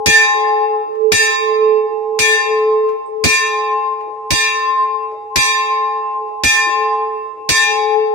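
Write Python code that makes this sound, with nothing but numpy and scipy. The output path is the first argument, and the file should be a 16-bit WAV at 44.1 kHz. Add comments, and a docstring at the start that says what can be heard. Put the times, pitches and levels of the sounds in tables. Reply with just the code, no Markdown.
"""A bronze church bell, swung by its rope, is heard from below in a stone tower. From the start its three
lowest partials hang in the still air, swelling and fading in the standing waves, while the rope rubs.
About once a second the iron clapper strikes with a crack and a dull thud. The nominal then blooms, and
the upper partials die away, beating as the swinging mouth shifts every echo. Between strokes the rope
and the wooden mounting knock faintly; about three seconds in, the mounting squeaks once."""
import sys
import numpy as np
from scipy import signal
from scipy.fft import rfft, irfft, next_fast_len
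from scipy.io import wavfile
from scipy.ndimage import uniform_filter1d

SR = 44100
rng = np.random.default_rng(int(sys.argv[2]) if len(sys.argv) > 2 else 0)


def wav_out(sig):
    """Save sig, one row per channel (or a flat mono array), as 16-bit PCM at SR to the path in sys.argv[1]."""
    wavfile.write(sys.argv[1], SR, np.round(np.clip(np.atleast_2d(sig).T, -1, 1) * 32767).astype(np.int16))


N = 358974
TIME_S = np.arange(N) / SR


def from_db(db):
    """Decibels to gain."""
    return 10 ** (np.asarray(db) / 20)


def unit_rms(x):
    """Scale to rms 1."""
    return x / np.sqrt(np.mean(np.abs(x) ** 2) + 1e-20)


def at_hz(points, hz):
    """Read a curve on a log-frequency axis."""
    known_hz, values = np.transpose(points)
    return np.interp(np.log(np.maximum(hz, 1)), np.log(known_hz), values)


def drift(rate_hz):
    """Slow random curve, rms 1."""
    hop, settle = 100, 2000
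    pole = np.exp(-2 * np.pi * rate_hz * hop / SR)
    white = rng.standard_normal(N // hop + settle + 2)
    slow = signal.lfilter([1], [1, -2 * pole, pole * pole], white)[settle:]
    return np.interp(np.arange(N) / hop, np.arange(len(slow)), unit_rms(slow))


def stereo_drift(rate_hz):
    """Independent drift at each ear."""
    return np.array([drift(rate_hz), drift(rate_hz)])


def noise(spectrum):
    """Coloured stereo noise, rms 1."""
    size = next_fast_len(N)
    colour = from_db(at_hz(spectrum, np.fft.rfftfreq(size, 1 / SR)))
    return unit_rms(irfft(rfft(rng.standard_normal((2, size))) * colour, size)[:, :N])


def bursts(times_s, levels_db, t60_s, rise_s):
    """Envelope that rises at each time, then decays."""
    out = np.zeros(N)
    for start_s, level_db, decay_s in zip(times_s, levels_db, np.broadcast_to(t60_s, len(times_s))):
        age_s = np.arange(N - round(start_s * SR)) / SR
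        attack = 1 - np.exp(-(age_s / rise_s) ** 2)
        out[N - len(age_s):] += attack * from_db(level_db - 60 * np.minimum(age_s / decay_s, 10))
    return out


# (frequency [Hz], density [dB])
AIR_SPECTRUM = [(25, -26), (60, 0.5), (110, -4.5), (220, -10.5), (600, -12), (1500, -18.5), (2400, -19),
                (3500, -26.5), (7000, -30), (15000, -42.5)]


def tower_air():
    """Steady hush of the air in the tower."""
    return from_db(-60) * noise(AIR_SPECTRUM)


def since_stroke_s():
    """Time since the last stroke; the bell is already swinging at the start."""
    times_s = np.r_[STROKES[0][0] - SWING_S, np.transpose(STROKES)[0]]
    return TIME_S - times_s[np.searchsorted(times_s, TIME_S, side="right") - 1]


def standing_wave_db(swells, crest_s, duck_db, scatter, scatter_hz):
    """Each swing sweeps a standing wave past the ears; stray echoes disturb it."""
    times_s, *columns = np.transpose(swells)
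    left_db, right_db, depth = (np.interp(TIME_S, times_s, column) for column in columns)
    null_floor, release_s = 0.2, 0.1
    sweep = np.cos(2 * np.pi * (TIME_S - STROKES[0][0] - crest_s) / SWING_S)
    norm = np.sqrt(1 + depth ** 2 * (0.5 + null_floor ** 2))
    wave = (1 + depth * sweep) / norm + scatter * stereo_drift(scatter_hz)
    power = (wave ** 2 + (null_floor * depth / norm) ** 2) / (1 + scatter ** 2)
    # the recorder's limiter briefly ducks the low partials at each stroke
    limiter_duck_db = duck_db * np.exp(-since_stroke_s() / release_s)
    return np.array([left_db, right_db]) + 10 * np.log10(power + 1e-6) - limiter_duck_db


def partial(level_db, hz, wander_rad, apart_rad, slip_rad, flutter_db, flutter_hz):
    """One ringing sine; moving standing waves turn its phase, differently at each ear."""
    swell = uniform_filter1d(from_db(level_db + flutter_db * stereo_drift(flutter_hz)), size=150)
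    # in a null the arrivals nearly cancel and the phase swings round
    null_depth = np.log1p((uniform_filter1d(swell, size=13000) / swell) ** 2) - np.log(2)
    turn_rad = apart_rad * stereo_drift(0.8) + wander_rad * drift(0.7)
    turn_rad += slip_rad * null_depth * [[1], [-1]]
    return np.sqrt(2) * swell * np.sin(2 * np.pi * hz * TIME_S + turn_rad)


# Standing waves at the listener; depth above 1 passes through nulls.
# (time [s], left [dB], right [dB], depth [ratio])
HUM_SWELLS = [(0.56, -21, -19.5, 4.7), (1.62, -17.5, -13.5, 5.8), (2.69, -15.5, -13.5, 2.5),
              (3.2, -17.5, -18.5, 2.36), (3.74, -28.5, -27, 0.44), (4.8, -26.5, -36, 0.3),
              (5.86, -29.5, -26.5, 0.28), (6.94, -27, -31, 0.8), (7.6, -22, -17, 1.07),
              (7.99, -18.5, -17, 0.31)]
PRIME_SWELLS = [(0.56, -15, -21.5, 0.5), (1.62, -29.5, -28, 0.3), (2.69, -18.5, -28, 0.3),
                (3.74, -21.5, -27, 0.3), (4.8, -29, -25, 0.2), (5.86, -26.5, -26, 0.1),
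                (6.94, -20, -24, 0.5), (7.99, -15, -29.5, 0.2)]
TIERCE_SWELLS = [(0.56, -23.5, -27, 0.76), (1.62, -29, -20, 0.48), (2.69, -26, -25, 1),
                 (3.4, -19, -19.5, 0.7), (3.74, -23, -23, 0.65), (4.8, -17, -20, 0.9),
                 (5.86, -17, -20, 0.5), (6.94, -22.5, -20, 0.8), (7.6, -23, -19, 0.86),
                 (7.99, -30.5, -36, 0.17)]


def low_partials():
    """Hum, prime and tierce ring on from stroke to stroke."""
    hum_db = standing_wave_db(HUM_SWELLS, crest_s=0.52, duck_db=6, scatter=0.3, scatter_hz=5.1)
    prime_db = standing_wave_db(PRIME_SWELLS, crest_s=0.47, duck_db=4, scatter=0.36, scatter_hz=1.4)
    tierce_db = standing_wave_db(TIERCE_SWELLS, crest_s=0.41, duck_db=2.5, scatter=0.17, scatter_hz=3.5)
    hum = partial(hum_db - 1.46, hz=434.4, wander_rad=2, apart_rad=0.42, slip_rad=1,
                  flutter_db=2.36, flutter_hz=2.8)
    prime = partial(prime_db - 2.97, hz=826.4, wander_rad=0.85, apart_rad=1, slip_rad=0.85,
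                    flutter_db=1.5, flutter_hz=11)
    tierce = partial(tierce_db - 0.8, hz=1050.5, wander_rad=1, apart_rad=0.7, slip_rad=1,
                     flutter_db=2.5, flutter_hz=7.7)
    return hum + prime + tierce


# (frequency [Hz], bandwidth [Hz], level [dB])
WOOD_MODES = [(376, 85, 4), (487, 57, 0.5), (520, 52, -3.5), (613, 57, -1), (1050, 210, -12)]


def wood_resonance(patchy_db):
    """Noise in the mounting's resonances, each coming and going on its own; rms 1."""
    out = 0
    for hz, width_hz, level_db in WOOD_MODES:
        band = signal.butter(2, [hz - width_hz / 2, hz + width_hz / 2], "band", fs=SR, output="sos")
        grain = unit_rms(signal.sosfilt(band, rng.standard_normal((2, N))))
        out = out + from_db(level_db + patchy_db * drift(5)) * grain
    return unit_rms(out)


# (time after stroke [s], half-width [s], level [dB])
ROPE_PASSES = [(0.349, 0.13, -3), (0.882, 0.11, -1)]


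def rope_rub(wood, gain_db, between_db):
    """Rope friction drives the wood, peaking twice a swing."""
    times_s, *_, rub_db = np.transpose(STROKES)
    age_s = since_stroke_s()
    passes = sum(from_db(db) * np.exp(-((age_s - at_s) / width_s) ** 2)
                 for at_s, width_s, db in ROPE_PASSES)
    effort = from_db(np.interp(TIME_S, times_s + SWING_S / 2, rub_db) + gain_db)
    return effort * (passes + from_db(between_db)) * wood


# Clapper strokes, each with the rub of the swing that follows.
# (time [s], peak [dB], thud [dB], treble [dB], nominal [dB], nominal left minus right [dB], rub [dB])
STROKES = [(0.0593, -2, -25, -17.5, -5, -3, -46), (1.1187, -3, -33, -17, -9.5, 4, -49),
           (2.189, -5.5, -42, -19.5, -12.5, 10, -50), (3.2389, -3, -23, -17, -10, 0, -52),
           (4.305, -4.5, -27, -19.5, -11.5, 1, -55.5), (5.3576, -2.5, -31, -18.5, -10.5, -2, -55),
           (6.4353, -4, -30.5, -16, -8, 1.5, -52), (7.4896, -2, -33, -16.5, -10.5, 4, -53.5)]
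SWING_S = (STROKES[-1][0] - STROKES[0][0]) / (len(STROKES) - 1)
# (frequency [Hz], density [dB])
CRACK_SPECTRUM = [(200, -1.5), (500, -4), (1200, -11), (2400, 2), (3100, -8), (4800, -0.5), (8000, -11),
                  (15000, -21)]
WASH_SPECTRUM = [(200, -6.5), (1000, 0.5), (1450, -7.5), (2400, -2), (3000, -18.5), (4500, -10.5),
                 (7000, -16), (15000, -33.5)]
THUD_SPECTRUM = [(25, -13.5), (55, -4.5), (100, -1), (200, -11), (300, -6.5), (450, -16), (700, -20),
                 (1500, -37), (4000, -54)]


def clapper(crack_db, wash_db, thud_db):
    """Iron hits bronze: a short crack, its wash between the walls, a dull thud just behind."""
    times_s, peaks_db, thuds_db, *_ = np.transpose(STROKES)
    crack = bursts(times_s, peaks_db + crack_db, t60_s=0.09, rise_s=0.001) * noise(CRACK_SPECTRUM)
    wash = bursts(times_s, peaks_db + wash_db, t60_s=1, rise_s=0.0085) * noise(WASH_SPECTRUM)
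    thud = bursts(times_s, thuds_db + thud_db, t60_s=0.085, rise_s=0.021) * noise(THUD_SPECTRUM)
    return crack + wash + thud


def nominal_partial(direct_db, bloom_s, t60_s, scatter, scatter_hz):
    """The nominal starts with the blow, blooms as echoes gather, then decays, beating."""
    times_s, _, _, _, level_db, pan_db, _ = np.transpose(STROKES)
    ears_db = []
    for ear_db in (level_db + pan_db / 2, level_db - pan_db / 2):
        direct = bursts(times_s, ear_db + direct_db, t60_s, rise_s=0.0025)
        bloom = bursts(times_s, ear_db, t60_s, bloom_s)
        echoes = unit_rms(1 + scatter * (drift(scatter_hz) + 1j * drift(scatter_hz)))
        ears_db.append(20 * np.log10((direct + bloom) * np.abs(echoes) + 1e-5))
    return partial(np.array(ears_db) - 1, hz=1781, wander_rad=2.5, apart_rad=0.9, slip_rad=0.6,
                   flutter_db=1, flutter_hz=14)


# (frequency [Hz], level [dB])
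BELL_MODES = [(1312, -37.5), (2070, -33.5), (2120, -34.5), (2139, -32.5), (2268, -24.0), (2412, -12.0),
              (2690, -22.5), (2783, -26.0), (3261, -34.0), (3283, -38.5), (3361, -23.5), (3388, -29.0),
              (3694, -22.0), (3791, -22.0), (3904, -33.0), (4058, -30.5), (4204, -28.5), (4502, -35.5),
              (4630, -27.5), (4737, -24.0), (4819, -19.0), (4942, -30.0), (5078, -31.0), (5241, -36.0),
              (5515, -37.0), (5882, -21.0), (5992, -21.0), (6117, -25.5), (6297, -30.0), (6566, -25.0),
              (6775, -27.0), (7022, -22.5), (7232, -27.5), (7374, -30.5), (7475, -29.0), (7882, -36.0),
              (8223, -35.0), (8350, -22.5), (8419, -32.5), (8485, -29.0), (9060, -31.5), (9674, -33.0),
              (10001, -34.0), (10142, -35.5), (10754, -39.5), (10903, -38.0), (11096, -33.0),
              (11423, -41.5), (11747, -34.5), (12271, -43.0), (12540, -38.0), (12814, -38.5),
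              (13281, -42.0), (13612, -41.0), (14063, -38.5), (14583, -43.5), (14846, -41.5)]
# (frequency [Hz], t60 [s])
MODE_DECAY = [(1311, 2.85), (2100, 1.64), (2412, 1.033), (2700, 1.65), (2790, 0.57), (3300, 0.95),
              (3750, 1.12), (4300, 0.32), (4620, 0.33), (4740, 1.0), (4820, 0.94), (4940, 0.5), (5500, 0.7),
              (5900, 0.64), (7200, 0.56), (8400, 0.41), (11000, 0.33), (15000, 0.45)]
# Brightness of the ring, gain of the upper partials by pitch: (frequency [Hz], gain [dB])
MODE_GAIN = [(1311, 0), (2200, 0), (2700, 1), (3700, 0), (4800, 0.5), (6500, 0), (9000, 2.5), (15000, -2)]


def upper_partials(vary_db):
    """Each stroke rings the modes at slightly new strengths; a sharper blow favours the high ones."""
    hz, mode_db = np.transpose(BELL_MODES)
    age_s = np.arange(2 * SR) / SR
    decays = np.exp(-np.log(1000) * age_s / at_hz(MODE_DECAY, hz)[:, None])
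    rings = decays * np.sin(2 * np.pi * hz[:, None] * age_s)
    times_s, peak_db, _, treble_db, *_ = np.transpose(STROKES)
    treble_share = np.clip(np.log2(hz / 3500), 0, 1)
    blow_db = np.outer(peak_db - peak_db.mean(), 1 - treble_share)
    blow_db += np.outer(treble_db - treble_db.mean(), treble_share)
    chance_db = vary_db * rng.standard_normal(blow_db.shape)
    strengths = from_db(mode_db + at_hz(MODE_GAIN, hz) + blow_db / 2 + chance_db)
    polarity = rng.choice([-1, 1], len(hz))
    out = np.zeros(N + len(age_s))
    for start_s, stroke in zip(times_s, (strengths * polarity) @ rings):
        out[round(start_s * SR):][:len(age_s)] += stroke
    return out[:N]


def swinging_echoes(x, swing_m, sway_m, spread_s, t60_s, paths=14):
    """Paths down the tower, each stretched by the bell's swing and the listener's sway."""
    sound_m_per_s, oversample = 343, 4
    swing_rad = 2 * np.pi * TIME_S / SWING_S
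    motion_m = np.array([swing_m * np.sin(swing_rad), swing_m * np.cos(swing_rad),
                         sway_m * drift(0.3093), sway_m * drift(0.308)])
    motion_m -= motion_m[:, :1]
    fine = signal.resample_poly(x, oversample, 1)
    out = np.zeros((2, N))
    for ear in out:
        delays_s = spread_s * ((np.arange(paths) + rng.random(paths)) / paths) ** 1.5
        delays_s[0] = 0
        gains = np.exp(-np.log(1000) * delays_s / t60_s)
        for delay_s, gain in zip(delays_s, gains / np.linalg.norm(gains)):
            stretch_s = rng.uniform(-1, 1, len(motion_m)) @ motion_m / sound_m_per_s
            read_at = (TIME_S - delay_s - stretch_s) * oversample * SR
            ear += gain * rng.choice([-1, 1]) * np.interp(read_at, np.arange(len(fine)), fine, left=0)
    return out


def tower_tail(x, t60_s, build_s=0.033):
    """Late diffuse reverberation between the stone walls."""
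    age_s = np.arange(SR) / SR
    envelope = np.exp(-np.log(1000) * age_s / t60_s) * (1 - np.exp(-age_s / build_s))
    response = rng.standard_normal((2, SR)) * envelope
    response /= np.linalg.norm(response, axis=1, keepdims=True)
    return signal.fftconvolve(x, response, axes=1)[:, :N]


# (frequency [Hz], left minus right [dB])
MODE_PAN = [(1300, 0.5), (2400, 3), (3500, -2), (4800, -5.5), (7000, -1.5), (8400, -5), (11000, 3.5)]


def pan_by_pitch(x):
    """Each pitch leans to one side."""
    size = next_fast_len(N)
    pan_db = at_hz(MODE_PAN, np.fft.rfftfreq(size, 1 / SR))
    return irfft(rfft(x, size) * from_db(np.array([pan_db, -pan_db]) / 2), size)[:, :N]


# (time [s], tap [dB], body [dB], t60 [s])
MOUNTING_KNOCKS = [(.95, -56.5, -43.5, 0.29), (1.01, -58, -55, 0.25), (1.499, -50, -52.5, .35),
                   (2.49, -56, -40, .35), (2.887, -45, -50, 0.38), (2.929, -66.5, -46.5, 0.34),
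                   (4.005, -51.5, -44.5, 0.34), (5.111, -56.5, -39, 0.41), (6.28, -61, -53.5, 0.3),
                   (6.66, -72, -40.5, 0.49), (7.379, -68.5, -64, 0.24)]
# (frequency [Hz], density [dB])
TAP_SPECTRUM = [(100, -14), (500, 4), (1300, 0.5), (2300, 4), (3200, -8), (6000, -15), (9000, -24),
                (15000, -38)]


def mounting_knocks(wood, contact_db, tail_db, body_db):
    """Rope and mounting knock: a sharp tap, its tail, and the resonance of the wood."""
    times_s, taps_db, bodies_db, t60_s = np.transpose(MOUNTING_KNOCKS)
    contact = bursts(times_s, taps_db + contact_db, t60_s=0.08, rise_s=0.001)
    tail = bursts(times_s, taps_db + tail_db, t60_s, rise_s=0.002)
    body = bursts(times_s, bodies_db + body_db, t60_s, rise_s=0.0072)
    return (contact + tail) * noise(TAP_SPECTRUM) + body * wood


def mounting_squeak(time_s, level_db, hz):
    """One brief, narrow-band squeak of the mounting."""
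    band = noise([(hz * 0.8, -50), (hz, 0), (hz * 1.2, -50)])
    return bursts([time_s], [level_db], t60_s=0.17, rise_s=0.0047) * band


def scene():
    """Air, bell, rope and mounting in the tower."""
    air = tower_air()
    lows = low_partials()
    wood = wood_resonance(patchy_db=5)
    rope = rope_rub(wood, gain_db=8, between_db=-19)
    blows = clapper(crack_db=-4.5, wash_db=-31.5, thud_db=29)
    nominal = nominal_partial(direct_db=-10.5, bloom_s=0.096, t60_s=1.074, scatter=0.58, scatter_hz=9.6)
    ring = upper_partials(vary_db=1.5)
    ring = swinging_echoes(ring, swing_m=0.1304, sway_m=0.1222, spread_s=0.13, t60_s=0.89)
    ring = pan_by_pitch(ring + from_db(-17.5) * tower_tail(ring, t60_s=0.66))
    knocks = mounting_knocks(wood, contact_db=6, tail_db=-3.5, body_db=1)
    squeak = mounting_squeak(time_s=3.055, level_db=-56, hz=8220)
    return air + lows + rope + blows + nominal + ring + knocks + squeak


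def record(dry):
    """Low cut, soft clip, high cut."""
    low_cut_hz, high_cut_hz = 42, 15700
    trimmed = signal.sosfilt(signal.butter(4, low_cut_hz, "high", fs=SR, output="sos"), dry)
    rounded = trimmed / (1 + trimmed ** 8) ** (1 / 8)
    return signal.sosfilt(signal.ellip(10, 0.1, 80, high_cut_hz, fs=SR, output="sos"), rounded)


dry = scene()
out = record(dry)
wav_out(out)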